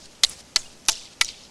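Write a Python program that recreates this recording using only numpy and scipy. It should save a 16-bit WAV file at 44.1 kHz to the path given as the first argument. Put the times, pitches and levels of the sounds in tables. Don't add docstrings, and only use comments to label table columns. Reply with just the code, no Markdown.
import sys
import numpy as np
from scipy import signal
from scipy.fft import rfft, irfft, next_fast_len
from scipy.io import wavfile
from scipy.ndimage import uniform_filter1d, map_coordinates

SR = 44100
rng = np.random.default_rng(int(sys.argv[2]) if len(sys.argv) > 2 else 0)


def how_loud(loudness_db):
    steps = np.asarray(loudness_db, float) / 20
    return 10 ** steps


def file_out(sig):
    cols = np.atleast_2d(sig).T
    lim = np.clip(cols, -1, 1)
    pcm = np.round(lim * 32767).astype(np.int16)
    wavfile.write(sys.argv[1], SR, pcm)


N = 66150

# t/s, length/s, level/dB, t60/s
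SKIDS = [
    (.2340, .005, -13.5, .04),
    (.5600, .0035, -17, .032),
    (.8843, .009, -13, .03),
    (1.2109, .0035, -13, .026),
]


def unit(x):
    return x / np.sqrt(np.mean(x ** 2) + 1e-20)


def filtered(x, points):
    m = next_fast_len(x.shape[-1] + 8192)
    f, db = np.transpose(points)
    log_f = np.log(np.fft.rfftfreq(m, 1 / SR) + 1)
    gain = how_loud(np.interp(log_f, np.log(f + 1), db))
    return irfft(rfft(x, m) * gain, m)[..., :x.shape[-1]]


def grains(s, gain, hz, cycles, phase, size):
    t = (np.arange(size) - size // 2) / SR
    life = (cycles / hz)[:, None] * np.where(t > 0, 1.2, .85)
    bell = np.exp(-.5 * (4 * t / life) ** 2)
    wavelets = gain[:, None] * bell * np.sin(2 * np.pi * (hz[:, None] * t + phase[:, None]))
    at = np.round(s * SR).astype(int)[:, None] + np.arange(size) - size // 2
    return np.bincount(np.clip(at, 0, N).ravel(), wavelets.ravel(), N + 1)[:N]


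def patchy(colour, patchy_db):
    z = signal.stft(rng.standard_normal(N), nperseg=512)[2]
    field = uniform_filter1d(rng.standard_normal(z.shape), 5, 0)
    field = uniform_filter1d(field, 10, 1)
    noise = signal.istft(z * how_loud(patchy_db * unit(field)), nperseg=512)[1][:N]
    return unit(filtered(noise, colour))


def street():
    # f/Hz, level/dB per Hz
    rumble = [(15, -54), (25, -12.5), (199, -8), (452, -13.5), (605, -12), (730, -17.5), (810, -14),
              (1500, -28), (1950, -59), (3300, -120)]
    # f/Hz, level/dB per Hz
    air = [(710, -67), (1200, -2), (2970, -1.5), (3700, -3), (4600, -1), (6220, -0.5), (11500, -12.5),
           (15000, -43), (22000, -120)]
    air_colour = air[:-2] + [(16000, air[-3][1] - 3)]
    return how_loud(-54) * patchy(rumble, 0.17) + how_loud(-53.5) * patchy(air_colour, 0.92)


def zero_line_kicks():
    # t/s, spike level/dB, step level/dB
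    kicks = [
        (-.09, -38, -37.5),
        (0.238, -39, -44),
        (0.563, -37, -41.5),
        (0.885, -38, -38.5),
        (1.207, -37, -44),
    ]
    # f/Hz, level/dB per Hz
    hunt_colour = [(10, 10.5), (25, -26), (60, 0.5), (110, -43)]
    spike_s, hold_s, edge_s, recover_s = .006, .046, .008, .085
    hunt_db, hunt_t60 = -42.5, 0.69
    t, out = np.arange(N) / SR, np.zeros(N)
    hunt = unit(filtered(rng.standard_normal(N), hunt_colour))

    def drift(u):
        return np.clip(u / edge_s, 0, 1) * np.exp(-np.clip(u, 0, None) / recover_s)

    for s, spike_db, step_db in kicks:
        u = np.clip(t - s, 0, None)
        out += how_loud(spike_db) * np.e * u / spike_s * np.exp(-u / spike_s)
        out += how_loud(step_db) * (drift(u) - drift(u - hold_s + edge_s / 2))
        out += how_loud(hunt_db - 60 * u / hunt_t60) * np.clip(u / hold_s, 0, 1) * hunt
    return out


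def grit():
    # t/s, level/dB, f/Hz
    sprays = [
        [(0.0, -50.5, 5800), (0.062, -46.5, 5480), (0.08, -67, 5300), (0.132, -51.5, 5800), (0.144, -77, 5100),
         (0.152, -48.5, 4700), (0.162, -69, 4590), (0.2, -70, 4610)],
        [(0.254, -56, 6300), (0.266, -46, 7200), (0.283, -46.5, 7250), (0.292, -47, 7300), (0.314, -43.5, 6240),
         (0.36, -52.5, 5660), (0.408, -48, 5400), (0.428, -65, 5130), (0.5, -59, 5230)],
        [(0.574, -43, 5600), (0.578, -40.5, 6130), (0.606, -46.5, 6360), (0.72, -55.5, 4900), (0.73, -51, 4830),
         (0.776, -85, 5800), (0.8, -54, 5640)],
        [(0.904, -34, 6100), (0.922, -33, 5400), (0.94, -38.5, 5220), (1.07, -46.5, 4600), (1.09, -55.5, 4740),
         (1.134, -48.5, 4770), (1.158, -70.5, 4700), (1.2, -55.5, 4910)],
        [(1.219, -27.5, 5430), (1.236, -39.5, 5800), (1.246, -38, 5450), (1.274, -42, 4750),
         (1.286, -37.5, 4580), (1.338, -48, 4410), (1.458, -51, 4760), (1.5, -67, 4330)],
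    ]
    sand_levels = [-16, 2, -1, -11.5, -12]
    # f/Hz, level/dB per Hz
    sand_colour = [(1500, -3.5), (4000, -2), (8000, 1.5), (11500, -10.5), (16000, -13)]
    rate, mean_cycles, size_db = 8000, 12, 2.3
    spread = 0.2905
    when, db, hz = np.transpose([row for spray in sprays for row in spray])
    r = rng.random((12500, 4))
    s = np.cumsum(-np.log(1 - r[:, 0])) / rate
    pitch = np.interp(s, when, hz) * np.exp(spread * rng.standard_normal(len(s)))
    pitch = np.clip(pitch, 2100, 9500)
    gain = how_loud(-size_db * np.log(1 - .97 * r[:, 1]))
    cycles = mean_cycles * (.45 + 2 * r[:, 2] ** 2)
    pebbles = unit(grains(s, gain, pitch, cycles, r[:, 3], size=360))
    sand = unit(filtered(rng.standard_normal(N), sand_colour))
    out, t = np.zeros(N), np.arange(N) / SR
    for rows, sand_db in zip(sprays, sand_levels):
        level = how_loud(np.interp(t, *np.transpose(rows)[:2], left=-99, right=-99))
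        sand_gain = how_loud(sand_db) * (level / how_loud(-47.0)) ** 0.36
        out += level * (pebbles + sand_gain * sand)
    return out


def chips():
    # t/s, level/dB, f/Hz
    flecks = [(0.057, -46, 4420), (0.265, -36, 7800), (.2655, -42, 5650), (.266, -43, 2930),
              (0.2687, -39, 8350), (0.2905, -38, 7400), (0.316, -43, 5650), (0.3335, -42, 5040),
              (.4039, -45.5, 5100), (0.57, -24, 5330), (.5895, -36, 7700), (.5906, -40, 6560),
              (.5944, -36, 7270), (.5993, -37, 6750), (.6051, -37, 6400), (0.6144, -40, 6550),
              (.6194, -42, 3470), (.9077, -29, 7540), (.911, -29, 7200), (.9145, -29, 4980),
              (.9206, -42, 3460), (.921, -47, 8900), (.9269, -39, 3560), (.9415, -41, 2820),
              (.955, -37, 5440), (.9628, -35, 5570), (0.9725, -39, 2830), (.9811, -36, 5150),
              (1.0552, -41, 4650), (1.2232, -34, 9800), (1.225, -31.5, 2230), (1.236, -33, 6800),
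              (1.247, -37, 8740), (1.2562, -30, 5680), (1.2636, -36, 3900), (1.2823, -34, 5570),
              (1.4373, -41, 5270), (1.4527, -43.5, 4110)]
    # t/s, level/dB, length/s
    cracks = [(0.23, -39, .002), (0.2348, -11.5, 0.00087), (0.2485, -26, .001), (0.255, -31, .002),
              (0.5586, -48, .0028), (0.5597, -22.5, 0.0013), (.5642, -28, 0.0011), (0.879, -35, .003),
              (0.8829, -22, 0.0037), (0.893, -16.5, .0015), (1.208, -44, .003), (1.2112, -17.5, 0.00086),
              (1.2128, -18.5, 0.0014), (1.2196, -35, .001), (1.2203, -36, 0.0017), (1.2468, -49, 0.00135),
              (.2955, -25, 0.00055)]
    # f/Hz, level/dB per Hz
    crack_colour = [(1500, -15.5), (6000, -40), (9500, 1), (13000, -8), (17000, -0.5)]
    fleck_s, crack_t60, rise_s = 0.0025, 0.02, 0.00042
    s, db, hz = np.transpose(flecks)
    r = rng.random((len(s), 2))
    cycles = 2 * hz * fleck_s * (0.49 + 0.82 * r[:, 0])
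    out = grains(s, how_loud(db + 4), hz, cycles, r[:, 1], size=512)
    t = np.arange(600) / SR
    for s, db, length in cracks:
        burst = unit(filtered(rng.standard_normal(len(t)), crack_colour))
        decay = how_loud(db - 60 * np.clip(t - length, 0, None) / crack_t60)
        out[round(s * SR):][:len(t)] += decay * np.clip(t / rise_s, 0, 1) * burst
    return out


def skids():
    # f/Hz, level/dB per Hz
    tip = [
        [(120, -50), (200, -12.5), (750, -13.5), (1530, -22), (2040, 3.5), (2420, -11.5), (4230, 0), (5360, -3),
         (11500, -18), (15000, -55), (22000, -120)],
        [(120, -25), (200, -37), (984, -15), (1660, -20.5), (2680, -11.5), (4680, -12), (5450, -12.5),
         (7920, -10), (11500, -53), (15000, -58), (22000, -120)],
        [(120, -55), (200, -33), (859, -3.5), (1870, -5.5), (3060, 4), (3760, 2.5), (5840, 4.5), (10000, -6),
         (11500, -27), (15000, -33), (22000, -120)],
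        [(120, -48), (200, -17), (444, -21), (1340, -4), (1690, -35), (2010, -0.5), (3390, -2.5), (4530, 3.5),
         (11500, -20), (15000, -36), (22000, -120)],
    ]
    treble_t60 = [0.047, .02, 0.089, .015]
    out, t = np.zeros(N), np.arange(SR // 10) / SR - .002
    for (s, length, db, t60), colour, top_t60 in zip(SKIDS, tip, treble_t60):
        lump_db = map_coordinates(rng.standard_normal(300), [np.arange(len(t)) * 1300 / SR])
        colour = colour[:-2] + [(16000, colour[-3][1] - 4)]
        crush = unit(how_loud(2.2 * lump_db) * filtered(rng.standard_normal(len(t)), colour))
        top = filtered(crush, [(7000, -40), (8500, 0)])
        crush = crush - 0.7 * top * (1 - how_loud(-60 * np.clip(t, 0, None) / top_t60))
        shape = how_loud(-60 * np.clip(t - length, 0, None) / t60) * np.clip(t / .0005, 0, 1)
        out[round((s + t[0]) * SR):][:len(t)] += how_loud(db) * shape * crush
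    return out


def shaft():
    # f/Hz, level/dB
    shaft_modes = [
        [(340, -44), (610, -50), (764, -33), (1140, -26.5), (1300, -31), (1870, -22.5), (2150, -31)],
        [(345, -33), (624, -40.5), (834, -39), (1380, -23), (1710, -22.5), (2030, -18), (2270, -22.5)],
        [(340, -25.5), (672, -33.5), (870, -22), (1170, -28), (1340, -23.5), (1600, -25), (2310, -20.5)],
        [(740, -38.5), (390, -52), (925, -32.5), (1250, -32), (1344, -16.5), (1980, -9.5), (2244, -10)],
    ]
    mode_t60 = [0.03, 0.13, 0.061, 0.034, 0.037, 0.037, 0.034]
    out, t = np.zeros(N), np.arange(SR // 5) / SR
    for (s, length, *_), modes, phases in zip(SKIDS, shaft_modes, rng.standard_normal((4, 7))):
        ring = np.zeros(len(t))
        for (hz, db), t60, phase in zip(modes, mode_t60, phases):
            ring += how_loud(db - 60 * t / t60) * np.sin(2 * np.pi * hz * t + phase)
        out[round((s + length / 4) * SR):][:len(t)] += ring * (1 - np.exp(-t / 0.00094))
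    return out


def stones():
    # t/s, peak level/dB, f/Hz, cycles
    struck = [(.2363, -1, 3700, 3.5), (.2377, -1, 4100, 5), (.2399, -2, 4100, 4), (.2413, -2, 4430, 3),
              (.2430, -12, 3900, 6), (.2449, -10, 4140, 3.5), (.2466, -11, 4740, 2), (.2477, -2, 4000, 5),
              (.2493, -10, 3880, 3), (.5607, -3, 4150, 8), (.5623, -6, 4700, 6), (.5644, -14, 2900, 2),
              (.5669, -9, 4500, 12), (.5762, -26, 3500, 3), (.8852, -6, 5820, 10), (.8976, -6, 5900, 6),
              (.8997, -17, 5280, 6), (.9196, -13, 6280, 5), (.9299, -19, 5970, 5), (1.2147, -6, 2300, 2.5),
              (1.2178, -8, 3000, 1.8), (.6440, -50, 2550, 60), (1.2470, -16, 6160, 5),
              (1.2482, -17, 6100, 6), (1.2895, -20, 4600, 11), (1.2475, -25, 3500, 4),
              (1.2897, -30, 2900, 4), (.6620, -44, 2830, 60)]
    # t/s, peak level/dB
    ticks = [(.2958, -27), (.8532, -29), (.8586, -35), (.8625, -30), (.8641, -31), (.8719, -32),
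             (.955, -26), (1.055, -31), (1.263, -31), (1.282, -29), (.590, -29), (.5945, -29), (.619, -33),
             (.404, -34)]
    tick_hz, tick_t60 = 5800, 0.0015
    s, db, hz, cycles = np.transpose(struck)
    out = grains(s, how_loud(db), hz, cycles, rng.random(len(s)), size=2048)
    r = rng.random((len(s), 2))
    edge_gain = how_loud(1.55 * db - 3.0) * (cycles < 20)
    edge_hz = hz * (1.58 + 0.32 * r[:, 0])
    out += grains(s + r[:, 0] / hz, edge_gain, edge_hz, 4 + 0 * s, r[:, 1], size=128)
    t = np.arange(200) / SR
    for (s, db), r in zip(ticks, rng.random((len(ticks), 1))):
        tone = np.sin(2 * np.pi * tick_hz * (.9 + .2 * r) * t)
        out[round(s * SR):][:len(t)] += how_loud(db + 3 - 60 * t / tick_t60) * tone
    return out


def scene():
    return (skids() + shaft() + stones() + grit() + street() + chips())[None]


def band_limit(x):
    return signal.sosfilt(signal.butter(12, 15900, fs=SR, output="sos"), x)


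def record(dry):
    # f/Hz, level/dB
    mic = [(11800, 0), (12100, -17), (15650, -19), (15850, -36), (16700, -40), (17000, -70)]
    limited = dry / (1 + np.abs(dry / .93) ** 5) ** (1 / 5)
    return band_limit(filtered(limited, mic) + zero_line_kicks())


dry = scene()
out = record(dry)
file_out(out)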